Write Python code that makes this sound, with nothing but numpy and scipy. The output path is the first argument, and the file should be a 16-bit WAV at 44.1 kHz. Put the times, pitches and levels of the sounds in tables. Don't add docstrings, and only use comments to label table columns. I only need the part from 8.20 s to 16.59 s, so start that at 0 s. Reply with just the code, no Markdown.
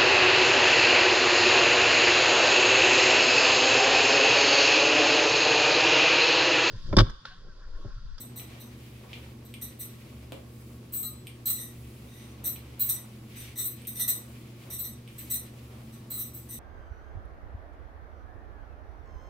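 import sys
import numpy as np
from scipy import signal
from scipy.fft import rfft, irfft, next_fast_len
from scipy.io import wavfile

SR = 44100
rng = np.random.default_rng(int(sys.argv[2]) if len(sys.argv) > 2 else 0)


def generate_wav(sig):
    pcm = np.round(np.clip(np.atleast_2d(sig).T, -1, 1) * 32767).astype(np.int16)
    wavfile.write(sys.argv[1], SR, pcm)


N = 369999
FFT_SIZE = next_fast_len(N)
HZ = np.fft.rfftfreq(FFT_SIZE, 1 / SR)

# (frequency [Hz], correlation [0..1])
MIC_CORRELATION = [(60, 1), (140, .99), (280, 0.95), (500, 0.56), (1000, 0.25), (16000, 0.043)]
# (frequency [Hz], time to fall 60 dB [s])
ROOM_DECAY = [(250, 0.32), (1000, 0.52), (3000, 0.29), (8000, 0.3), (15000, 0.19)]
# (frequency [Hz], width [Hz], lift [dB])
ROOM_RESONANCES = [(71.5, 8.7, 16.5), (135.9, 7.4, 9), (212, 4.1, 15.5), (223.3, 8.5, 12.5), (240, 19, 8.5),
                   (1109, 34, 12)]
# (frequency [Hz], relative level [dB])
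FAN_SPECTRUM = [(15, -15), (36, -4), (47, -21), (62, -5), (100, 1.5), (170, -2), (260, -5), (320, 0.5),
                (430, -8.5), (560, -12.5), (750, -20), (1600, -24.5), (5000, -26), (16000, -47)]
# (frequency [Hz], rms level [dB])
MAINS_HUM = [(120, -49), (240, -59), (360, -69), (480, -71.5)]
# (frequency [Hz], relative level [dB])
SLEEVE_SPECTRUM = [(150, -41), (450, 11.5), (800, 6), (1150, 5), (1600, -1.5), (3000, -14), (8000, -43)]
RUSTLE_SPECTRUM = [(700, -27.5), (1600, -5), (2300, 2.5), (3100, -0.5), (4000, -4.5), (5500, -9),
                   (8000, -16), (16000, -18)]
STRAND_SPECTRUM = [(2000, -23), (4500, -13), (7000, 3), (10000, 5), (13000, 5), (16000, 3.5)]
# (middle [s], length [s], relative level [dB])
SLEEVE_BRUSHES = [(0.28, 0.4, -58.5), (0.96, 0.28, -56.5), (1.88, 0.23, -63), (4.25, 0.73, -60.5),
                  (4.78, 0.22, -60), (6.02, 0.32, -61.5), (6.49, 0.09, -56), (7.6, 0.8, -60)]
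# (middle [s], length [s], relative rustle level [dB], relative strand level [dB])
COMB_STROKES = [(0.37, 0.24, -58, -73), (0.69, 0.44, -61.5, -68), (1.005, 0.18, -56.5, -67),
                (1.78, 0.53, -62.5, -67), (2.456, 0.28, -69, -65), (3.682, 0.56, -64.5, -63.5),
                (4.033, 0.2, -62, -74), (4.525, 0.65, -61.5, -74), (4.84, 0.57, -65.5, -67),
                (5.238, 0.18, -52, -61), (5.65, .3, -63, -73), (6.1, 0.33, -62.5, -64),
                (6.47, 0.16, -60, -64), (7.053, 0.17, -56, -59), (7.478, 0.6, -64, -67.5),
                (8.25, 0.17, -88, -63)]
# (frequency [Hz], relative level [dB])
NAIL_SPECTRUM = [(1000, -48), (1750, -2), (2300, 18), (2650, 16), (3250, 18), (3900, 8.5), (6000, -4),
                 (16000, -37)]
SNAP_SPECTRUM = [(2000, -43), (6500, -43), (8600, 7), (10500, -17), (12300, -5), (13300, 2), (15500, -30)]
BUMP_SPECTRUM = [(100, -26), (300, 0), (420, -5.5), (550, 3.5), (750, -9.5), (1200, -16), (2000, -17),
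                 (6000, -26.5)]
# (time [s], relative level [dB], snap against click [dB])
NAIL_TAPS = [(0.197, -36.5, -16), (0.9315, -29.5, -29), (1.3401, -33, -5), (2.1215, -36.5, -21),
             (3.07, -33.5, -2), (4.361, -38, -22), (5.619, -46, 4), (5.651, -41, -6), (6.877, -39.5, -7)]
# (frequency [Hz], relative level [dB])
TICK_SPECTRUM = [(500, -8), (2500, 26), (5000, 24), (7000, -48), (10000, 28), (12500, 26), (16000, 27)]
# (frequency [Hz], family [0..2], relative level [dB])
METAL_MODES = [(1238, 0, -29), (1270, 0, -27), (3950, 0, -17), (4069, 0, -11), (7967, 0, -6),
               (8178, 0, -11), (9470, 0, -17), (13065, 0, -4), (13368, 0, -4.5), (1916, 1, -20),
               (1975, 1, -18.5), (5894, 1, -11.5), (6099, 1, -11), (11514, 1, -18), (11775, 1, -6),
               (12150, 1, -7), (12232, 1, -7.5), (3649, 2, -10), (3784, 2, -9), (8610, 2, -4.5),
               (8916, 2, -2), (9155, 2, -12), (15127, 0, -20), (15405, 0, -11), (15536, 0, -16)]
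# (time [s], relative level [dB], chatter time [s], edge-on [dB], hardness [dB/octave])
BANGLE_CLASHES = [(0.002, -42, 0.011, -3.5, 3), (0.159, -40, 0.024, -2.5, 1),
                  (0.399, -49, 0.016, -0.5, -0.5), (1.249, -54, 0.012, -4, 0), (1.413, -39, 0.013, 2, 2),
                  (1.592, -38, 0.027, -2.5, 3.5), (2.724, -32, 0.052, -12.5, 8.5),
                  (2.828, -32, 0.011, -18, 0.5), (3.256, -26, 0.026, -10.5, 4),
                  (3.295, -26.5, 0.016, -9, 4), (3.38, -44, 0.042, 6.5, 1), (3.88, -62.5, 0.16, 8.5, -5),
                  (4.241, -34, 0.017, 0.5, 5), (4.26, -31.5, 0.012, -11, 6), (4.594, -26.5, 0.025, -14, 8),
                  (4.686, -26.5, 0.015, 2, 5), (5.159, -50, 0.053, 5, 0), (5.356, -47, 0.014, 4, -2),
                  (5.374, -31, .034, -3, 3), (5.443, -32.5, 0.016, -6.5, 8), (5.671, -38.5, 0.007, 3.5, 7),
                  (5.751, -44.5, 0.027, 8, 2), (5.789, -29.5, 0.026, 1.5, 0.5),
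                  (5.878, -25.5, 0.016, 0, 4.5), (6.501, -40, 0.044, 2, 4), (6.585, -34, 0.021, -12, 5.5),
                  (6.635, -40, 0.023, 2, 2.5), (6.98, -42, 0.014, -4, 4), (7.099, -31, 0.018, -3.5, 3),
                  (7.138, -35, 0.012, 2.5, 6.5), (7.721, -57, .025, 2, -1), (7.902, -33, 0.055, -14.5, 3),
                  (7.984, -35, 0.025, -2.5, 7), (8.136, -45.5, 0.021, -5, 9.5),
                  (8.288, -43.5, 0.06, 3, 2.5)]


def gain_of(db):
    return 10 ** (np.asarray(db) / 20)


def unit_rms(x):
    return x / np.sqrt(np.mean(x ** 2) + 1e-20)


def curve_at(points, hz):
    f, value = np.transpose(points)
    return np.interp(np.log(hz + 1), np.log(f + 1), value)


def add(mix, s, sound):
    part = mix[max(round(s * SR), 0):][:len(sound)]
    part += sound[:len(part)]


def noise_at_mics(noise_pair, shape_db):
    a, b = rfft(noise_pair, FFT_SIZE)
    correlation = curve_at(MIC_CORRELATION, HZ)
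    mid, side = np.sqrt(1 + correlation) * a, np.sqrt(1 - correlation) * b
    spectra = np.array([mid + side, mid - side]) * gain_of(shape_db)
    return unit_rms(irfft(spectra, FFT_SIZE)[:, :N])


def drift(rate_hz, size=2000):
    hz = np.fft.rfftfreq(size, N / SR / size)
    slow = irfft(rfft(rng.standard_normal(size)) / (1 + (hz / rate_hz) ** 2) ** 2, size)
    return np.interp(np.linspace(0, size - 1, N), np.arange(size), unit_rms(slow))


def room(x, direct_db, wet_db, gap_s=0.0011):
    size, echoes_per_s = SR // 2, 5000
    echoes = rng.choice([-1., 1.], (2, size)) * (rng.random((2, size)) < echoes_per_s / SR)
    echoes *= np.arange(size) / SR > gap_s
    hz, t, bands = signal.stft(echoes, SR, nperseg=128)
    decay = gain_of(-60 * t / curve_at(ROOM_DECAY, hz)[:, None])
    tail = signal.istft(bands * decay, SR)[1]
    tail /= np.linalg.norm(tail, axis=1, keepdims=True)
    reflections = signal.fftconvolve(x[None], tail, axes=1)[:, :N]
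    return gain_of(direct_db) * x + gain_of(wet_db) * reflections


def fan(air_db=-49.0, waver_db=0.34):
    t = np.arange(N) / SR
    lift = sum((gain_of(db) ** 2 - 1) / (1 + (2 * (HZ - hz) / width) ** 2) ** 2
               for hz, width, db in ROOM_RESONANCES)
    shape_db = curve_at(FAN_SPECTRUM, HZ) + 10 * np.log10(1 + lift)
    air = noise_at_mics(rng.standard_normal((2, N)), shape_db)
    hum = np.zeros(N)
    for hz, db in MAINS_HUM:
        amplitude = np.sqrt(2) * gain_of(db + waver_db * drift(rate_hz=2.6))
        hum += amplitude * np.sin(2 * np.pi * (hz * t + rng.random()))
    return gain_of(air_db) * air + hum


def swells(moves, rest_db):
    t = np.arange(N) / SR
    power = sum(gain_of(db) ** 2 * np.exp(-(2 * (t - s) / length) ** 2) for s, length, db in moves)
    return 10 * np.log10(power + gain_of(rest_db) ** 2)


def friction(spectrum, level_db, slips_per_s, grain, flutter_db):
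    slips = rng.standard_normal((2, N)) * (rng.random(N) < slips_per_s / SR)
    drive = rng.standard_normal((2, N)) + grain * unit_rms(slips)
    hiss = noise_at_mics(drive, curve_at(spectrum, HZ))
    return hiss * gain_of(level_db + flutter_db * drift(rate_hz=25))


def sleeve(trim_db=-1):
    level_db = swells(SLEEVE_BRUSHES, rest_db=-64) + trim_db
    return friction(SLEEVE_SPECTRUM, level_db, slips_per_s=320, grain=0.75, flutter_db=1.5)


def hair(rustle_trim_db=1, strand_trim_db=4):
    rustles = [(s, length, db) for s, length, db, _ in COMB_STROKES]
    slides = [(s, length, db) for s, length, _, db in COMB_STROKES]
    rustle_db = swells(rustles, rest_db=-67) + rustle_trim_db
    strand_db = swells(slides, rest_db=-70) + strand_trim_db
    return (friction(RUSTLE_SPECTRUM, rustle_db, slips_per_s=700, grain=0.31, flutter_db=1.7)
            + friction(STRAND_SPECTRUM, strand_db, slips_per_s=1100, grain=0.16, flutter_db=0.7))


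def click(spectrum, size=1024):
    hz = abs(np.fft.fftfreq(size, 1 / SR))
    log_gain = np.log(gain_of(curve_at(spectrum, hz)))
    minimum_phase = np.exp(np.conj(signal.hilbert(log_gain)))
    pulse = np.fft.ifft(minimum_phase).real[:size // 2]
    return pulse / np.linalg.norm(pulse)


def fingers(nail_trim_db=9, skip_s=0.0038, skip_db=-7, bump_at_s=2.1218, bump_db=-17.5):
    out, body, snap = np.zeros(N), click(NAIL_SPECTRUM), click(SNAP_SPECTRUM)
    for s, db, snap_db in NAIL_TAPS:
        tap = gain_of(db + nail_trim_db) * (body + gain_of(snap_db) * snap)
        add(out, s, tap)
        add(out, s + skip_s, gain_of(skip_db) * tap)
    add(out, bump_at_s, gain_of(bump_db) * click(BUMP_SPECTRUM))
    return out


def ring(kicks, hz, t60_s):
    r = np.exp(-np.log(1000) / (t60_s * SR))
    wave = signal.lfilter([1], [1, -2 * r * np.cos(2 * np.pi * hz / SR), r * r], kicks)
    return wave / abs(wave).max()


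def jingle(family_db, hardness_db_per_octave, chatter_s, ring_s, bounces_per_s=600,
           choked_db=-5, tick_db=-5, ring_trim_db=1.25):
    t = np.arange(SR // 3) / SR
    age = t / chatter_s
    bounces = (rng.random(len(t)) < bounces_per_s / SR) * (1 + 2 * age) * np.exp(-age ** 2)
    bounces[0] = 1
    hits = np.flatnonzero(bounces)
    ringing = np.zeros(len(t))
    for hz, family, db in METAL_MODES:
        rim_angles = np.resize(rng.uniform(0, 2 * np.pi, size=128), len(hits))
        kicks = np.zeros(len(t))
        kicks[hits] = bounces[hits] * np.sin(rim_angles)
        pitch = hz * (1 + .0004 * rng.standard_normal())
        free = ring(kicks, pitch, ring_s * (8000 / hz) ** 0.15)
        choked = ring(kicks, pitch, t60_s=0.079)
        tilt_db = hardness_db_per_octave * np.log2(max(hz, 3000) / 8000)
        ringing += gain_of(db + family_db[family] + tilt_db) * (free + gain_of(choked_db) * choked)
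    ticks = signal.oaconvolve(bounces, click(TICK_SPECTRUM))[:len(t)]
    return gain_of(ring_trim_db) * ringing + gain_of(family_db[0] + tick_db) * ticks


def bangles(clashes, settle_db=-20, settle_db_per_octave=-6):
    out = np.zeros(N)
    for s, db, chatter_s, edge_db, hardness in clashes:
        family_db = db + np.array([0, edge_db, edge_db - 4])
        ring_s = 0.098 * np.exp(-edge_db / 18)
        add(out, s, jingle(family_db, hardness, chatter_s, ring_s))
        settling = jingle(family_db + settle_db, hardness + settle_db_per_octave,
                          chatter_s=0.016, ring_s=ring_s)
        add(out, s + 0.04 + 1.4 * chatter_s, settling)
    return out


def wrist(places=6):
    return sum(room(bangles(BANGLE_CLASHES[k::places]), direct_db=-5, wet_db=-0.58)
               for k in range(places))


def scene():
    return wrist() + room(fingers(), direct_db=2, wet_db=4.9) + sleeve() + hair() + fan()


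def record(dry):
    lowpass = signal.firwin(301, cutoff=15850, window=("kaiser", 9), fs=SR)
    return signal.oaconvolve(dry, lowpass[None], "same")


dry = scene()
out = record(dry)
generate_wav(out)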